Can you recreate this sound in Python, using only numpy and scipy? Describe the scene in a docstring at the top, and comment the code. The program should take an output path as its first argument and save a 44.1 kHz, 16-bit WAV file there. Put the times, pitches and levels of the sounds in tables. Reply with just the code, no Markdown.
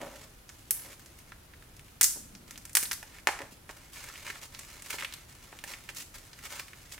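"""Brittle resin supports crack off a printed frame in quick clusters: noise bursts excite strut and frame.
Gloved hands rub the frame by stick-slip, trains of tiny slips, and stubs tick and catch under the rubber.
Pieces knock on a cardboard box as bursts through its resonances; crumbs patter as random impulses.
Box echoes and a diffuse workshop tail surround the work, over filtered-noise room rumble and hiss."""
import sys
import numpy as np
from scipy import signal
from scipy.fft import rfft, irfft
from scipy.io import wavfile
from scipy.ndimage import uniform_filter1d

SR = 44100
rng = np.random.default_rng(int(sys.argv[2]) if len(sys.argv) > 2 else 0)


def put_to_file(sound):
    """Save the sound as 16-bit audio at rate SR, in the file named by the first command-line argument."""
    columns = np.atleast_2d(sound).T  # one column per channel
    safe = np.clip(columns, -1, 1)
    whole_steps = np.round(safe * 32767)
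    wavfile.write(sys.argv[1], SR, whole_steps.astype(np.int16))


N = 308655
HZ = np.fft.rfftfreq(4096, 1 / SR)


def amp(db):
    """Logarithmic level: decibels to amplitude gain."""
    return 10 ** (np.asarray(db) / 20)


def unit(x):
    """Power normalization: scales to rms 1."""
    return x / np.sqrt(np.mean(np.abs(x) ** 2) + 1e-20)


def read(points, hz):
    """Logarithmic pitch scale: interpolates a table along log frequency."""
    f, value = np.transpose(points)
    return np.interp(np.log(hz + 1), np.log(f + 1), value)


def add(mix, s, sound):
    """Superposition: mixes a stereo sound in at s seconds."""
    part = mix[:, max(round(s * SR), 0):][:, :sound.shape[1]]
    part += sound[:, :part.shape[1]]


def shape(points):
    """Spectral envelope: a table in dB as a gain of unit power."""
    return unit(amp(read(points, HZ)))


def colour(x, gain):
    """Minimum-phase filtering: a causal response with a sharp attack and ringing afterwards."""
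    cepstrum = irfft(np.log(np.maximum(gain, 1e-5)))
    # folding the cepstrum onto positive time makes the filter causal
    fold = 1 + np.sign(len(cepstrum) / 2 - np.arange(len(cepstrum)))
    fold[0] = 1
    response = irfft(np.exp(rfft(cepstrum * fold)))
    return signal.fftconvolve(x, response[None], axes=1)


def pair(size, likeness):
    """Interchannel coherence: white noise in two channels, alike by a table of frequencies."""
    a, b = rfft(rng.standard_normal((2, size)))
    hz = np.fft.rfftfreq(size, 1 / SR)
    angle = np.arccos(np.clip(read(likeness, hz), -1, 1)) / 2
    common, different = a * np.cos(angle), b * np.sin(angle)
    return irfft(np.array([common + different, common - different]), size)


def resonance(hz, width):
    """Damped resonance: gain of one band-pass mode."""
    return HZ * width / np.hypot(hz ** 2 - HZ ** 2, HZ * width)


def evenness(x):
    """Spectral whitening: gain that levels the broad chance bumps of a scatter."""
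    power = (np.abs(rfft(x, 2 * len(HZ) - 2)) ** 2).mean(0)
    return unit(uniform_filter1d(power, size=21) ** -.5)


def swell(start, end, attack, release):
    """Amplitude envelope: rises from start, holds, and falls to silence at end; all in seconds."""
    t = np.arange(N) / SR
    return np.clip(np.minimum((t - start) / attack, (end - t) / release), 0, 1)


def slips(per_s, spread_db):
    """Random impulse process: sparse slips of either sign, spread exponentially in level."""
    size = amp(spread_db * np.minimum(rng.exponential(1, N), 4)) * rng.choice([-1, 1], N)
    return unit(size * (rng.random(N) < per_s / SR))[None]


# left-right likeness of the direct sound: frequency_hz, likeness (0-1)
DIRECT_LIKENESS = [(200, 1), (3000, 0.91), (8000, 0.94), (16000, 0.89)]


def burst(length, share):
    """Impulsive release: an instant crack and a scatter decaying over length s; white, energy 1."""
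    t, share = np.arange(1024) / SR, np.clip(share, 0, 1)
    scatter = pair(len(t), DIRECT_LIKENESS) * np.exp(-t / length)
    # share is the part of the energy given to the scatter
    x = np.sqrt(1 - share) * (t == 0) + np.sqrt(2 * share) * scatter / np.linalg.norm(scatter)
    x = colour(x, evenness(x))[:, :len(t)]
    return np.sqrt(2) * x / np.linalg.norm(x)


# spectrum of the room noise: frequency_hz, level_db
HUSH_SPECTRUM = [(12, -37), (20, -2.5), (44, -0.5), (130, -3.5), (187, -10.5), (337, -11), (399, -15),
                 (527, -15.5), (1120, -19.5), (1260, -18), (1370, -18), (2260, -21.5), (7950, -29.5),
                 (10800, -24.5), (16000, -31.5)]
HUSH_DB = -55
# left-right likeness of the room noise and rumble: frequency_hz, likeness (0-1)
NOISE_LIKENESS = [(60, 1.0), (180, 0.95), (550, 0.27), (1650, 0.06), (4970, 0), (15000, 0)]


def hush():
    """Stationary filtered noise: a steady low rumble of the room with a faint hiss above it."""
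    gain = amp(read(HUSH_SPECTRUM, np.fft.rfftfreq(N, 1 / SR)))
    return amp(HUSH_DB) * unit(irfft(rfft(pair(N, NOISE_LIKENESS)) * gain, N))


def rumble():
    """Resonantly filtered noise: a soft low rumble swells and fades after the cluster at 2 s."""
    level = amp(-59) * swell(start=2.13, end=2.66, attack=.04, release=0.071)
    return colour(pair(N, NOISE_LIKENESS) * level, unit(resonance(hz=208, width=120) ** 2))[:, :N]


# reverberation time of the workshop: frequency_hz, t60_s
ROOM_T60 = [(250, 0.38), (800, 0.45), (2000, 0.42), (5000, 0.42), (9000, 0.43), (15000, 0.36)]
# spectrum of the room tail: frequency_hz, level_db
ROOM_SPECTRUM = [(200, -8), (900, -6), (2000, -9), (4000, -5), (7000, -4), (11000, -2), (16000, -4.5)]
# left-right likeness of diffuse sound: frequency_hz, likeness (0-1)
ROOM_LIKENESS = [(200, 1), (1500, 0.78), (3500, 0.49), (7000, 0.071), (16000, 0.046)]


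def room_tail():
    """Exponential reverberation: a diffuse tail in which each frequency dies at its own speed."""
    t = np.arange(SR * 6 // 10) / SR
    hz, at, z = signal.stft(pair(len(t), ROOM_LIKENESS), SR, nperseg=256)
    decay = np.log(1000) / read(ROOM_T60, hz)[:, None]
    level = amp(read(ROOM_SPECTRUM, hz)[:, None])
    # the root keeps the tail's energy independent of its decay time
    z = z * level * np.exp(-decay * at) * np.sqrt(2 * decay / SR)
    onset = 1 - np.exp(-t / 0.0043)
    return signal.istft(z, SR, nperseg=256)[1][:, :len(t)] * onset


# echoes from the box walls: nominal delay_s, gain_left, gain_right
WALL_ECHOES = [(.0022, 0.12, 0.46), (.0051, 0.2, 0.24), (.0069, 0.25, 0.26), (.0094, 0.16, 0.15),
               (0.015, .1, .1), (.021, .07, .08)]


def box_echoes():
    """Early reflections: direct sound, wall echoes and scatter for one position of the hands."""
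    t = np.arange(2048) / SR
    scatter = pair(len(t), ROOM_LIKENESS) * t * np.exp(-t / 0.0013)
    response = amp(0.5) * scatter / np.linalg.norm(scatter[0])
    response[:, 0] += 1  # direct sound
    for delay, left, right in WALL_ECHOES:
        moved_delay = delay * rng.uniform(.94, 1.06)
        add(response, moved_delay, np.array([[left], [right]]))
    return colour(response, evenness(response))


def space(x):
    """Moving source: the hands keep moving, so echoes blend between three positions."""
    out = np.zeros((2, N))
    position = np.arange(N) / SR * 13  # 13 positions per second
    for k in range(3):
        weight = np.maximum(1 - np.abs((position + k) % 3 - 1), 0)
        add(out, 0, signal.oaconvolve(x * weight, box_echoes(), axes=1))
        # unrelated tails add in power, so they blend by the root
        add(out, 0, signal.oaconvolve(x * np.sqrt(weight), room_tail(), axes=1))
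    return out


# resonances of the box: frequency_hz, width_hz, level_db
BOX_MODES = [(375, 40, -11), (590, 50, -6), (853, 24, -2), (1060, 60, -11), (1840, 45, -11)]


def box_ring():
    """Modal resonance: the panels and the air of the box lift a few narrow bands."""
    return 1 + sum(amp(db) * resonance(hz, width) for hz, width, db in BOX_MODES)


# showers of crumbs into the box: start_s, end_s, level_db
SPILLS = [(0.0, 0.12, -41), (0.102, 0.324, -53), (0.83, 0.972, -55.5), (3.393, 3.476, -47)]
# spectrum of crumbs on cardboard: frequency_hz, level_db
CRUMBS = [(80, -26), (250, 1.5), (380, -5), (560, 1), (780, -2.5), (1100, -8.5), (2000, -12), (4000, -20.5),
          (16000, -33)]


def crumbs():
    """Random impacts: crumbs patter on the bottom of the box, strong at first, then fading."""
    flow = sum(amp(db) * swell(start, end, attack=0.013, release=end - start) for start, end, db in SPILLS)
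    return colour(slips(per_s=1000, spread_db=3) * flow, unit(shape(CRUMBS) * box_ring()))[:, :N]


# dull knocks, pieces landing on the cardboard or bumps of the hands: start_s, level_db, tilt_db_per_octave
KNOCKS = [(0.0154, -21, 5), (0.034, -31, -3), (0.049, -32, 13), (0.068, -28, -4), (1.3218, -38, -6),
          (2.160, -28, -9), (2.170, -26, -10), (2.829, -23, -8.5), (3.029, -22, -2.5), (3.2720, 7, 2.5),
          (3.2879, -2.5, -0.5), (3.3900, -16.5, 2.5), (3.4049, -16, -5), (3.4184, -16.5, 3),
          (3.524, -29.5, -22), (3.6928, -19.5, 1), (3.699, -20, -3.5), (4.3, -28, -9), (4.941, -18.5, -4.5),
          (5.528, -22, -2.5), (5.640, -20.5, -2), (6.535, -20, 2)]
# spectrum of cardboard: frequency_hz, level_db
CARDBOARD = [(60, -36), (200, -16.5), (350, -6), (550, -7.5), (850, 1), (1200, -3.5), (1800, 2), (2400, -3),
             (3700, -16), (5500, -16.5), (9000, -21.5), (16000, -37)]


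def knocks():
    """Impact excitation: short bursts sound through the box, each with its own brightness."""
    out = np.zeros((2, N))
    for s, db, tilt_db in KNOCKS:
        tilt = amp(tilt_db * np.log2(np.maximum(HZ, 200) / 1000))
        gain = unit(shape(CARDBOARD) * box_ring() * tilt)
        add(out, s, amp(db) * colour(burst(length=.001, share=.55), gain))
    return out


# strokes of a glove, brief and firm or long and light: start_s, end_s, rasp_db, fizz_db
STROKES = [(0.0, 0.261, -59.5, -63.5), (0.503, 0.705, -80, -73), (0.73, 0.954, -59, -62),
           (0.96, 1.246, -71, -78), (1.253, 1.313, -64, -88), (2.467, 2.559, -59.5, -70),
           (2.607, 2.72, -67, -76), (3.06, 3.208, -58.5, -72), (3.505, 3.543, -74, -57),
           (3.678, 3.723, -56, -55.5), (3.694, 3.917, -63, -72), (3.916, 3.988, -56, -51),
           (3.943, 4.397, -53, -58.5), (4.247, 4.31, -47, -62), (4.401, 4.467, -51.5, -51.5),
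           (4.514, 4.828, -57, -61), (4.828, 4.893, -53.5, -52), (4.88, 4.972, -46.5, -45),
           (4.97, 5.05, -43.5, -53), (5.065, 5.25, -60, -71), (5.274, 5.879, -62, -71),
           (5.654, 5.755, -49.5, -50.5), (5.873, 5.914, -48.5, -55), (5.947, 6.038, -54.5, -46),
           (6.127, 6.206, -56, -56.5), (6.184, 6.995, -64, -69.5), (6.423, 6.481, -48.5, -50),
           (6.492, 6.618, -48.5, -51), (6.905, 6.957, -53.5, -49.5)]


def sliding():
    """Friction drive: strength of rasp and fizz as the gloves speed up, slide and stop."""
    rasp = np.zeros(N)
    fizz = np.full(N, amp(-66.5))  # the glove fizzes faintly even while it only holds
    for start, end, rasp_db, fizz_db in STROKES:
        speed = swell(start, end, attack=0.019, release=0.017)
        rasp += amp(rasp_db) * speed
        fizz += amp(fizz_db) * speed
    return rasp, fizz


# spectrum of coarse friction: frequency_hz, level_db
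RASP = [(100, -29), (400, -8), (800, -4), (1400, -1.5), (2200, 2.5), (3000, -5), (4200, -8), (8000, -9),
        (16000, -29.5)]
# spectrum of fine friction: frequency_hz, level_db
FIZZ = [(500, -32), (2500, 1), (4000, -1.5), (5500, 0), (8000, -1), (10000, -3.5), (13000, -4.5),
        (16000, -8.5)]


def rubbing(rasp, fizz):
    """Stick-slip friction of rubber on resin: coarse slips rasp in the frame, fine ones fizz."""
    out = np.zeros((2, N))
    # the rubber catches and frees every few milliseconds, so the slips come in clumps
    wander = signal.oaconvolve(rng.standard_normal(N), signal.windows.hann(300), "same")
    clumps = unit(amp(3.5 * unit(wander)))
    coarse = clumps * slips(per_s=2500, spread_db=0.0)
    fine = clumps * np.vstack([slips(per_s=12000, spread_db=.5) for _ in range(2)])
    add(out, 0, colour(coarse * rasp, shape(RASP)))
    add(out, 0, colour(unit(coarse + 0.79 * fine) * fizz, shape(FIZZ)))
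    return out


# spectrum of cracking resin: frequency_hz, level_db
CRACK = [(100, -51), (700, -44), (1500, -5.5), (3000, -5), (4000, 0), (5500, 8.5), (9000, 9.5), (12000, 4),
         (14500, 8.5), (16000, -6)]
# spectrum of the ringing frame: frequency_hz, level_db
FRAME = [(100, -23), (250, -20.5), (370, -10), (600, -17), (850, -4.5), (1100, -5), (1500, 1.5), (1900, 3),
         (2400, 0.5), (3200, -2), (5000, -10), (16000, -63)]


def tick(hz, crack_db):
    """Elastic release: a stub lets go of the glove with a small crack and its own dull ring."""
    ring = np.hypot(unit(resonance(hz, 0.63 * hz) ** 2), amp(-3.5) * shape(FRAME))
    gain = unit(np.hypot(ring, amp(crack_db) * shape(CRACK)))
    return colour(burst(length=0.0022, share=0.92), gain)


# larger stubs ticking under the glove: start_s, level_db, pitch_hz, crack_db (crack against ring)
TICKS = [(0.492, -22, 6100, -20), (0.498, -27, 1550, -4), (0.93, -27, 2380, 0), (0.995, -29.5, 1470, 3),
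         (1.06, -27, 6070, -2), (1.189, -28.5, 2000, 6), (1.32, -21.5, 1440, -19), (1.536, -29, 1840, -16),
         (1.624, -30.5, 1570, -5), (1.766, -31, 6130, 2), (1.794, -26.5, 2460, -2),
         (1.883, -33.5, 2460, -6), (2.351, -23, 5330, -25), (2.509, -18.5, 6250, -1),
         (2.558, -24.5, 3070, -8), (2.577, -19, 6000, 0), (2.653, -18, 7300, 4), (2.695, -25, 8000, -5),
         (3.028, -20, 1700, -2), (3.185, -25, 1920, -6), (4.042, -23, 1773, 19), (4.1, -23.5, 1390, -13),
         (4.157, -23, 2520, -8), (4.277, -19, 1150, -11), (4.301, -13, 1880, -11), (4.357, -21, 1470, -19),
         (4.548, -20, 4550, -13), (4.592, -16.5, 7400, -3), (4.822, -19.5, 7600, -5),
         (4.905, -9.5, 2280, 0.5), (4.93, -15.5, 2170, -8), (4.985, -14, 2260, -15),
         (5.008, -15.5, 2850, -11), (5.024, -10.5, 1600, -14), (5.047, -8, 2550, -9.5),
         (5.125, -18.5, 3700, -5), (5.138, -15.5, 3640, 3), (5.589, -22, 3183, -4), (5.639, -14, 1930, 0),
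         (5.737, -16, 2260, -20), (5.89, -14.5, 2200, -12), (5.948, -23.5, 1863, 10),
         (6.332, -24, 4540, -17), (6.389, -25, 1940, -3), (6.578, -24.5, 1440, -8),
         (6.682, -26.5, 2110, -4), (6.733, -22.5, 1814, -19), (6.979, -23, 1880, -18)]


def ticks():
    """Discrete elastic releases: the larger stubs tick one by one."""
    out = np.zeros((2, N))
    for s, db, hz, crack_db in TICKS:
        add(out, s, amp(db) * tick(hz, crack_db))
    return out


CATCHES_PER_S, CATCH_OVER_RASP_DB, CATCH_CRACK_DB = 36, 22.5, -9
CATCH_HZ, CATCH_SPREAD_OCTAVES = 2000, 0.21


def catches(rasp):
    """Random stick-slip events: smaller stubs catch by chance, as hard as the glove is rubbing."""
    out = np.zeros((2, N))
    chance, octaves = rng.random(N), rng.standard_normal(N)
    for at in np.flatnonzero((chance < CATCHES_PER_S / SR) & (rasp > 0)):
        hz = CATCH_HZ * 2 ** (CATCH_SPREAD_OCTAVES * octaves[at])
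        add(out, at / SR, amp(CATCH_OVER_RASP_DB) * rasp[at] * tick(hz, CATCH_CRACK_DB))
    return out


# breaking struts: start_s, crack_db, pitch_hz (strut), strut_db, frame_db, splintering_s
SNAPS = [(0.7081, -3.5, 11200, 2.5, -15, 0.0013), (2.0112, 5.5, 8950, 2, -2.5, 0.0028),
         (2.0301, 5, 7200, -2, -34, 0.0006), (2.035, 1.5, 6800, 1.5, -35, 0.00078),
         (2.0421, 6.5, 6850, 1.5, -10.5, 0.00049), (2.0487, -7, 6960, -6, -24, 0.0009),
         (2.062, -11, 7000, -10, -33, .001), (2.7315, -24, 8800, -27, -47, 0.0011),
         (2.752, 5.5, 9450, -2, -4, 0.0018), (2.7698, 3, 9900, 0, -2, 0.0013),
         (2.828, -8.5, 9100, -19, -17, 0.0048), (2.8335, -16, 11100, -10.5, -20, 0.0048),
         (2.8545, -25, 4020, -18, -22, 0.0024), (2.913, -25, 5660, -10, -9, 0.0013),
         (2.9175, -13, 10000, -13.5, -14.5, 0.00084), (2.9306, -10, 4400, -19, -20, 0.0017),
         (2.937, -17, 8000, -30, -43, 0.0013)]


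def snaps():
    """Brittle fracture: each strut cracks, rings for a few cycles and jolts the frame."""
    out = np.zeros((2, N))
    for s, crack_db, hz, strut_db, frame_db, length in SNAPS:
        crack = amp(crack_db) * shape(CRACK)
        strut = amp(strut_db) * unit(resonance(hz, .48 * hz) ** 2)
        frame = amp(frame_db) * shape(FRAME)
        gain = np.sqrt(crack ** 2 + strut ** 2 + frame ** 2)
        add(out, s, colour(burst(length, share=0.93), gain))
    return out


def scene():
    """Superposition of sources: the hands work slightly right of centre, over the room noise."""
    rasp, fizz = sliding()
    work = snaps() + knocks() + ticks() + rubbing(rasp, fizz) + crumbs() + catches(rasp)
    balance = amp([[-.3], [.3]])  # left, right
    return space(work) * balance + rumble() + hush()


def record(dry):
    """Soft saturation and band limiting: the sharpest cracks overload the input, then a low-pass."""
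    ceiling = .62
    squashed = ceiling * np.tanh(dry / ceiling)
    low_pass = signal.firwin(127, 16200, window=("kaiser", 9), fs=SR)  # cutoff in Hz
    return signal.oaconvolve(squashed, low_pass[None], "same")


dry = scene()
out = record(dry)
put_to_file(out)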